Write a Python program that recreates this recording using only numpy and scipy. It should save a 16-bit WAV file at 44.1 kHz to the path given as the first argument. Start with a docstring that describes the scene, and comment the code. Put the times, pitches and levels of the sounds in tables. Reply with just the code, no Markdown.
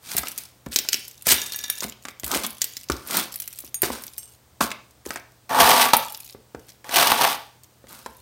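"""Heavy boots step, scuff and kick among brittle plastic shards on a concrete floor in a bare cellar.
Sharp clicks of shards, heels, case and metal are noise bursts through resonators; soles thud as decaying
sines and grind as clumped grains. Small metal parts tinkle as struck modes; a hollow plastic case is
dragged twice, its shell and edge driven by stuttering contacts. A floor echo and diffuse tail form the
room; mains hum and hiss lie below."""
import sys
import numpy as np
from scipy import signal
from scipy.fft import rfft, irfft
from scipy.io import wavfile

SR = 44100
rng = np.random.default_rng(int(sys.argv[2]) if len(sys.argv) > 2 else 0)


def to_wav(sig):
    """Store sig (one row per channel, or 1-D mono) as 16-bit WAV at the path in sys.argv[1].

    Samples outside -1..1 are clipped; the rate is SR.
    """
    pcm = np.clip(np.atleast_2d(sig), -1, 1) * 32767
    pcm = np.round(pcm).astype(np.int16)
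    wavfile.write(sys.argv[1], SR, pcm.T)  # frames by channels


N = 362061


def amp(db):
    """Amplitude factor of a level in dB."""
    return 10 ** (np.asarray(db) / 20)


def rms_one(x):
    """Scale to rms 1."""
    return x / np.sqrt(np.mean(x ** 2) + 1e-20)


def band(x, lo_hz, hi_hz):
    """Butterworth band-pass."""
    sos = signal.butter(2, [lo_hz, min(hi_hz, .45 * SR)], "band", fs=SR, output="sos")
    return signal.sosfilt(sos, x)


def high_pass(x, order, cutoff_hz):
    """Butterworth high-pass."""
    return signal.sosfilt(signal.butter(order, cutoff_hz, "high", fs=SR, output="sos"), x)


def colour(x, spectrum):
    """Shape by points (freq_hz, gain_db), interpolated over log frequency; rms 1."""
    bins_hz = np.fft.rfftfreq(N, 1 / SR) + 1
    freq_hz, gain_db = np.array(spectrum).T
    gain = amp(np.interp(np.log(bins_hz), np.log(freq_hz), gain_db))
    return rms_one(irfft(rfft(x) * gain, N))


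def resonance(x, freq_hz, width_hz):
    """Two-pole resonator, gain 1 on top."""
    r = np.exp(-np.pi * width_hz / SR)
    zeros = np.array([1, 0, -1]) * (1 - r * r) / 2
    poles = [1, -2 * r * np.cos(2 * np.pi * freq_hz / SR), r * r]
    return signal.lfilter(zeros, poles, x)


def grains(per_s, spread_db, clump_db, clump_hz):
    """Random micro-contacts of uneven size that come in clumps; rms 1."""
    clumps = amp(clump_db * rms_one(band(rng.standard_normal(N), 8.0, clump_hz)))
    sizes = amp(spread_db * np.minimum(rng.exponential(1, N), 4)) * rng.standard_normal(N)
    struck = rng.random(N) < per_s / SR
    return rms_one(clumps * sizes * struck)


def crumbs(per_s, spread_db, q):
    """Separate tiny impacts: a dry tick, and a brief ring of one of 24 small fragments; rms 1."""
    taps = grains(per_s, spread_db, 3.0, 40)
    fragment = rng.integers(0, 24, N)
    pitches_hz = np.geomspace(2500, 14500, 24)
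    # 1e-18 keeps the filters out of denormals
    rings = sum(resonance(taps * (fragment == k) + 1e-18, hz, hz / q) for k, hz in enumerate(pitches_hz))
    ticks = band(taps, 3200, 25000)
    return rms_one(rms_one(rings) + rms_one(ticks))


def add(out, start_s, burst, peak_db):
    """Lay a burst at start_s with the given peak."""
    i = round(start_s * SR)
    burst = burst[:N - i]
    out[i:i + len(burst)] += amp(peak_db) * burst / np.max(np.abs(burst))


# hiss spectrum: freq_hz, gain_db (relative)
HISS_SPECTRUM = [(25, -22), (70, 2.5), (98, -3), (250, -9), (700, -11.5), (2500, -21), (5000, -21),
                 (7500, -22.5), (8600, -20), (10300, -26.5), (15800, -22)]
HISS_RMS_DB = -57
HUM_HZ, HUM_RMS_DB = 120.6, -63.5


def background():
    """Steady hiss and rumble as coloured noise, mains hum as one sine."""
    hum = np.sqrt(2) * np.sin(2 * np.pi * HUM_HZ * np.arange(N) / SR)
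    hiss = colour(rng.standard_normal(N), HISS_SPECTRUM)
    return amp(HISS_RMS_DB) * hiss + amp(HUM_RMS_DB) * hum


ROOM_T60_S, TAIL_DB = 0.39, -10.5   # tail energy re direct
TREBLE_T60_S, TREBLE_HZ = 0.24, 6000   # the walls soak up the treble sooner
FLOOR_ECHO_S, FLOOR_ECHO_DB = .003, -24


def room(x):
    """An echo off the floor, and a diffuse tail that builds over the first reflections."""
    t = np.arange(SR // 2) / SR
    noise = rng.standard_normal(SR // 2)
    tail = band(noise, 90, TREBLE_HZ) * amp(-60 * t / ROOM_T60_S)
    tail += band(noise, TREBLE_HZ, 21000) * amp(-60 * t / TREBLE_T60_S)
    tail *= 1 - np.exp(-(t / 0.004) ** 2)
    response = amp(TAIL_DB) * tail / np.sqrt(np.sum(tail ** 2))
    response[0] = 1
    response[round(FLOOR_ECHO_S * SR)] += amp(FLOOR_ECHO_DB)
    return signal.fftconvolve(x, response)[:N]


# small screw bouncing to rest: start_s, hit_db
SCREW_HITS = [(4.1832, -35), (4.2305, -46), (4.2767, -53), (4.315, -61)]
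# its modes: freq_hz, mode_db, t60_s
SCREW_MODES = [(2900, -21, 0.28), (4850, -10, 0.064), (5570, -7, 0.11), (6260, -3, 0.11), (7600, -4, 0.14),
               (8500, 1, 0.12), (12420, -6, .08)]
# small metal part struck once: start_s, hit_db
SMALL_PART_HITS = [(3.7439, -36)]
# its modes: freq_hz, mode_db, t60_s
SMALL_PART_MODES = [(2630, -23, 0.12), (4830, -10, 0.08), (3670, -17.5, .08), (11400, 4, .06),
                    (6080, -6, 0.11), (6650, 11.5, 0.1), (9000, 7, 0.15), (9750, 3, 0.068),
                    (10880, 5, 0.087), (12890, 8, 0.075), (14560, -5.5, 0.09)]


def metal(hits, modes):
    """Each touch strikes every mode with a strength of its own; bent parts split each mode in two."""
    out = np.zeros(N)
    at = [round(start_s * SR) for start_s, _ in hits]
    hits_db = np.array(hits)[:, 1]
    luck_db = rng.normal(0, 3, (len(hits), 2 * len(modes)))
    twins = [(hz * 1.013, db - 4, t60_s * .7) for hz, db, t60_s in modes]
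    for k, (freq_hz, mode_db, t60_s) in enumerate(modes + twins):
        clicks = np.full(N, 1e-18)
        clicks[at] = amp(hits_db + mode_db + luck_db[:, k])
        r, w = amp(-60 / (t60_s * SR)), 2 * np.pi * freq_hz / SR
        out += signal.lfilter([0, np.sin(w)], [1, -2 * r * np.cos(w), r * r], clicks)
    return out


# main hits of a kicked metal bracket: start_s, hit_db
BRACKET_HITS = [(1.3818, -30), (1.4194, -35), (1.5449, -33.5), (1.6415, -34.5), (1.698, -33.5)]
# its modes: freq_hz, mode_db, t60_s
BRACKET_MODES = [(1000, -21, .2), (1720, -6.5, 0.15), (2360, -11.5, 0.11), (5200, -19, 0.073),
                 (1970, -17, 0.11), (2820, -7.5, 0.14), (3660, -0.5, 0.11), (3830, -6, .12),
                 (4600, -16, .1), (5700, 0, .1), (6500, -3.5, 0.13), (8683, -8.5, 0.12)]


def tumble():
    """Hits of the bracket: between the main ones it keeps touching the floor lightly."""
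    times_s = np.sort(rng.uniform(1.3, 1.8, 36))
    touches = [(s, -43 - 14 * (s - 1.3) - rng.exponential(4)) for s in times_s]
    return list(BRACKET_HITS) + touches


# hollow case over the floor, one list per drag: start_s, shell_db, edge_db
DRAGS = [
    [(5.493, -37, -38), (5.512, -22, -34.5), (5.595, -17, -24.5), (5.65, -14, -20), (5.73, -16, -20.5),
     (5.80, -20, -19.5), (5.87, -21.5, -29.5), (5.925, -45, -41.5), (6.04, -47, -38)],
    [(6.845, -44, -52.5), (6.89, -44, -43.5), (6.965, -18, -20.5), (7.13, -25.5, -30), (7.19, -27.5, -27),
     (7.215, -18, -24.5), (7.29, -26, -27.5), (7.35, -42, -35), (7.38, -48.5, -73), (7.43, -66, -62)],
]
# the edge catches and jumps: start_s, edge_db, shell_db, t60_s
JOLTS = [(5.509, -33.5, -15, 0.041), (5.6, -11.5, -17.5, 0.11), (5.69, -15, -21, 0.085),
         (5.81, -15.5, -39.5, 0.21), (5.933, -6.5, -3, 0.056), (6.94, -14.5, -25.5, 0.048),
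         (6.957, -16, -23, 0.099), (6.995, -21, -23.5, .15), (7.025, -21, -31, 0.1),
         (7.07, -13.5, -21.5, 0.054), (7.1, -17, -24, 0.13), (7.21, -28.5, -31, 0.54)]
JOLT_RISE_S = .002
# shell resonances: freq_hz, width_hz, gain_db
CASE_MODES = [(132, 40, -16), (250, 52, -10), (436.4, 50, -8), (513, 33, -5), (694.5, 97, -1), (874, 62, 4),
              (966.5, 32.6, 3), (1139, 65, 1.5), (1424, 240, -11.5), (1830, 67, -4)]
# edge hiss spectrum: freq_hz, gain_db (relative)
EDGE_SPECTRUM = [(880, -43.5), (1500, -0.5), (3380, -0.5), (6360, -6), (7390, -11), (8600, -4),
                 (10300, -8.5), (15100, -6), (16000, -23.5), (16500, -29)]
CHATTER_SHARE = 0.46   # loose bits rattling on the dragged edge, re its hiss


def drags():
    """The case's edge stutters on the concrete: the same contacts, with coarser ones, hiss and drive the shell."""
    t = np.arange(N) / SR
    edge, shell = np.zeros((2, N))
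    for rows in DRAGS:
        start_s, shell_db, edge_db = np.transpose(rows)
        edge += amp(np.interp(t, start_s, edge_db, left=-200, right=-200))
        shell += amp(np.interp(t, start_s, shell_db, left=-200, right=-200))
    for start_s, edge_db, shell_db, t60_s in JOLTS:
        jolt = np.clip((t - start_s) / JOLT_RISE_S, 0, 1) * amp(-60 * np.clip(t - start_s, 0, 1) / t60_s)
        edge += amp(edge_db) * jolt
        shell += amp(shell_db) * jolt
    contacts = grains(7000, 2.0, 2.0, 80) + .4 * grains(120, 2.5, 2.0, 30)
    body = np.zeros(N)
    for k, (freq_hz, width_hz, gain_db) in enumerate(CASE_MODES):
        body += (-1) ** k * amp(gain_db) * resonance(contacts, freq_hz, width_hz)
    chatter = colour(crumbs(1500, 1.5, q=60.0), EDGE_SPECTRUM)
    hiss = colour(contacts, EDGE_SPECTRUM)
    return edge * (hiss + CHATTER_SHARE * chatter) + shell * rms_one(body)


# loose crumbs skittering after a kick: start_s, end_s, start_level_db
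SKITTERS = [(0.076, .46, -40.5), (0.66, 1.269, -49), (1.343, 1.908, -36.5), (2.023, 2.121, -48),
            (2.251, 2.846, -43), (2.918, 3.116, -69), (3.318, 3.696, -42.5), (3.9, 4.363, -50),
            (5.052, 5.202, -41.5), (6.022, 6.345, -41.5), (6.596, 6.759, -59), (7.883, 8.21, -53.5)]


def skitters():
    """Crumbs bounce on for a while, each run fading by 5.7 dB."""
    t, level = np.arange(N) / SR, np.zeros(N)
    for start_s, end_s, start_level_db in SKITTERS:
        progress = (t - start_s) / (end_s - start_s)
        level += amp(start_level_db - 5.7 * progress) * (t > start_s) * (t < end_s)
    return level * crumbs(600, 2.2, q=35.0)


# soles grinding grit and shards: start_s, rise_s, t60_s, grit_db, sole_db
SCUFFS = [(-0.01, 0.13, 0.26, -34, -45.5), (0.167, 0.0046, 0.043, -27, -51),
          (0.241, 0.01, 0.54, -43.5, -49), (0.372, 0.0094, 0.36, -45, -70),
          (0.706, 0.015, 0.68, -38.5, -55), (0.917, 0.0051, 0.36, -37, -65),
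          (1.243, 0.062, 0.094, -12, -28.5), (1.34, 0.0086, 0.81, -36.5, -46),
          (1.813, 0.014, 0.034, -32, -34), (2.235, 0.039, 0.62, -47, -40), (2.286, 0.05, 0.24, -26, -30),
          (2.431, 0.0057, 0.05, -33, -34.5), (2.603, .01, 0.26, -37, -59),
          (2.896, 0.0022, 0.94, -44.5, -46), (3.031, 0.14, 0.22, -23.5, -27.5),
          (3.815, 0.02, 0.22, -27.5, -31), (3.915, 0.0037, 0.39, -36.5, -43.5),
          (4.604, 0.0041, 0.16, -23, -23), (5.062, 0.012, 0.44, -60, -47.5),
          (6.671, 0.015, 0.054, -51, -66), (7.859, 0.055, 0.64, -46.5, -47.5)]
SCUFF_HOLD_S = 0.016
# grit spectrum: freq_hz, gain_db (relative)
GRIT_SPECTRUM = [(880, -31), (1500, -5), (2330, -3.5), (2880, -5.5), (4610, -3), (7700, -7.5), (8770, -1),
                 (10300, -9), (15100, -7.5), (16000, -13), (16500, -39.5)]
# rubber sole spectrum: freq_hz, gain_db (relative)
SOLE_SPECTRUM = [(35, -52.5), (60, -36.5), (180, 16), (529, 10), (1120, 14), (1260, 14), (1610, 10),
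                 (3000, -39.5), (3900, -41), (6600, -120)]


def scuffs():
    """Pressure swells, holds and lets go; grit crackles under the sole while the rubber rumbles."""
    t = np.arange(N) / SR
    grit, sole = np.zeros((2, N))
    for start_s, rise_s, t60_s, grit_db, sole_db in SCUFFS:
        swell = np.clip((t - start_s) / rise_s, 0, 1) ** 2
        release = amp(-60 * np.clip(t - start_s - rise_s - SCUFF_HOLD_S, 0, 3) / t60_s)
        grit += amp(grit_db) * swell * release
        sole += amp(sole_db) * swell * release
    crackle = colour(grains(5000, 2.0, 2.5, 90), GRIT_SPECTRUM) + .6 * crumbs(900, 3.0, q=30.0)
    rumble = colour(grains(3000, 2.0, 2.0, 70), SOLE_SPECTRUM)
    return grit * crackle + sole * rumble


# soles meeting the floor, peaks before the high-pass: start_s, thud_peak_db, thud_hz, boom_peak_db
STEPS = [(0.15, -20.5, 180, -40), (0.182, -22, 197, -40.5), (0.665, -21.5, 183, -36),
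         (1.268, -17, 427, -37), (1.321, -18, 340, -37), (1.846, -23, 201, -44), (2.234, -22.5, 140, -34.5),
         (2.360, -14, 215, -40), (2.899, -8.5, 340, -24), (3.639, -34.5, 345, -51),
         (3.832, -11.5, 352, -43), (3.902, -17, 250, -38), (4.61, -17, 345, -38), (5.063, -22.5, 319, -42),
         (5.611, -21, 250, -29), (6.348, -28.5, 424, -55), (6.547, -23, 311, -42.5), (7.841, -36, 510, -71),
         (8.062, -50, 514, -54)]
THUD_T60_S = 0.032
BOOM_HZ, BOOM_T60_S, BOOM_RISE_S = 67, 0.11, 0.007   # the floor's answer


def steps():
    """A rubber sole lands: a damped thud with a rough skin, and the floor booms."""
    out, t = np.zeros(N), np.arange(9000) / SR
    boom = amp(-60 * t / BOOM_T60_S) * (1 - np.exp(-t / BOOM_RISE_S)) * np.sin(2 * np.pi * BOOM_HZ * t)
    for start_s, thud_db, thud_hz, boom_db in STEPS:
        skin = rms_one(band(rng.standard_normal(9000), 68, 710))
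        thud = amp(-60 * t / THUD_T60_S) * (np.sin(2 * np.pi * thud_hz * t) + skin)
        add(out, start_s, thud, thud_db)
        add(out, start_s, boom, boom_db)
    return high_pass(out, 4, 60)


# sharp clicks: shards snapping or landing, heel clicks, cracks of the dragged case, metal clinks:
# start_s, ring_peak_db, pitch_hz
CLICKS = [(0.167, -7, 10200), (0.1825, -5.5, 8100), (0.2334, -17, 1160), (0.2711, -14, 2400),
          (0.284, -13, 8550), (0.3166, -21, 8900), (0.378, -13, 9000), (0.385, -16, 6820),
          (0.6626, -25, 1390), (0.7287, -21, 4370), (0.7603, 5.5, 6000), (0.7624, -11.5, 4600),
          (0.788, -2.5, 5800), (0.85, -26, 1470), (0.8878, -2.5, 5230), (0.9308, -1, 5700),
          (0.943, -4, 5200), (1.051, -26.5, 6160), (1.0804, -20, 8200), (1.112, -28, 6500),
          (1.223, -23.5, 8500), (1.269, -2.5, 8460), (1.417, -10.5, 5800), (1.465, -18, 6570),
          (1.5218, -14.5, 4730), (1.561, -16.5, 12100), (1.5898, -15, 5700), (1.6424, -17, 3860),
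          (1.7006, -6.5, 9600), (1.806, -10.5, 6070), (1.8311, -24, 3160), (1.923, -24.5, 2730),
          (2.0528, -16, 1550), (2.085, -15, 2060), (2.1978, -19, 7450), (2.2339, -17, 2000),
          (2.244, -10.5, 8600), (2.2638, -16, 8550), (2.2786, -17, 9000), (2.3154, -6.5, 6500),
          (2.32, -24, 2500), (2.3468, -13, 2390), (2.4479, -8.5, 3000), (2.4653, -12.5, 9500),
          (2.5054, -24, 9220), (2.6176, -3, 6640), (2.643, -5.5, 7600), (2.7686, -13, 6080),
          (2.887, -23, 4930), (2.9, -9, 1240), (2.9197, -11.5, 5150), (2.967, -20, 5000),
          (3.0734, -26, 11500), (3.3413, -19.5, 8200), (3.3587, -17, 10600), (3.4015, -14, 10600),
          (3.421, -16.5, 8400), (3.477, -18, 9200), (3.5284, -26, 8700), (3.588, -17, 9200),
          (3.605, -24, 10600), (3.647, -33, 12000), (3.744, -22, 9000), (3.8195, -5.5, 11600),
          (3.833, -6, 1780), (4.022, -30.5, 12000), (4.0376, -20.5, 8600), (4.067, -23, 10000),
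          (4.08, -24, 5200), (4.1804, -18.5, 12000), (4.6084, -7, 1620), (4.7049, -19, 3500),
          (4.7162, -10.5, 2160), (4.909, -38.5, 7000), (5.0548, -29, 1480), (5.1069, -10, 1550),
          (5.1591, -13.5, 1520), (5.1723, -24, 1790), (5.32, -41.5, 7000), (5.9346, -6, 3940),
          (5.9678, -4, 11900), (6.1233, -21, 10400), (6.1473, -17, 5000), (6.2043, -24, 9500),
          (6.2976, -27.5, 3890), (6.548, -30, 1540), (6.595, -38, 7000), (6.692, -29.5, 5200),
          (6.701, -32, 5200), (6.72, -37.5, 5200), (6.844, -27.5, 1750), (6.893, -15.5, 1610),
          (7.635, -30.5, 7860), (7.644, -35.5, 6000), (7.87, -35, 2010), (7.997, -44, 10000),
          (8.0616, -18.5, 1000), (8.168, -39, 10900)]
CLICK_T60_S, CRACKS_PER_S = 0.03, 900
PARTIAL_DB, PARTIAL_Q = -6.5, 15   # three thin partials each
# lower-pitched clicks, heels among them, sound duller, higher ones brighter;
# peaks re ring at 4 kHz pitch, slopes per octave of pitch
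DULL_DB, DULL_DB_PER_OCTAVE = -19.5, -8.5
BRIGHT_DB, BRIGHT_DB_PER_OCTAVE = -12.5, 9


def sharp_clicks():
    """A sharp onset, a few after-cracks, a short ring with thin partials, a dull and a bright part."""
    out, t = np.zeros(N), np.arange(3000) / SR
    for start_s, peak_db, pitch_hz in CLICKS:
        cracks = rng.random(3000) < CRACKS_PER_S / SR
        force = rng.standard_normal(3000) * (0.63 + 2.0 * cracks) * amp(-60 * t / CLICK_T60_S)
        force[0] = 5.0   # the onset
        partials_hz = pitch_hz * rng.uniform(.55, 1.3, 3)
        partials = amp(PARTIAL_DB) * sum(resonance(force, hz, hz / PARTIAL_Q) for hz in partials_hz)
        ring = resonance(force, pitch_hz, .3 * pitch_hz) + .3 * band(force, 1500, 9000) + partials
        octaves = np.log2(pitch_hz / 4000)
        add(out, start_s, ring, peak_db)
        add(out, start_s, band(force, 210, 1700), peak_db + DULL_DB + DULL_DB_PER_OCTAVE * octaves)
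        add(out, start_s, band(force, 9500, 15000), peak_db + BRIGHT_DB + BRIGHT_DB_PER_OCTAVE * octaves)
    return out


def scene():
    """Everything near the floor sounds in the room, over the background."""
    near = drags() + skitters() + scuffs() + steps() + sharp_clicks()
    near += metal(SCREW_HITS, SCREW_MODES) + metal(SMALL_PART_HITS, SMALL_PART_MODES)
    near += metal(tumble(), BRACKET_MODES)
    return (room(near) + background())[None]


CUTOFF_HZ = 15900


def record(dry):
    """The deepest bass is lost, peaks are cut off at 0.9 of full scale, then the top is cut."""
    lean = high_pass(dry, 2, 40)
    low_pass = signal.ellip(10, .5, 90, CUTOFF_HZ, fs=SR, output="sos")
    return signal.sosfilt(low_pass, np.clip(lean, -.9, .9))


dry = scene()
out = record(dry)
to_wav(out)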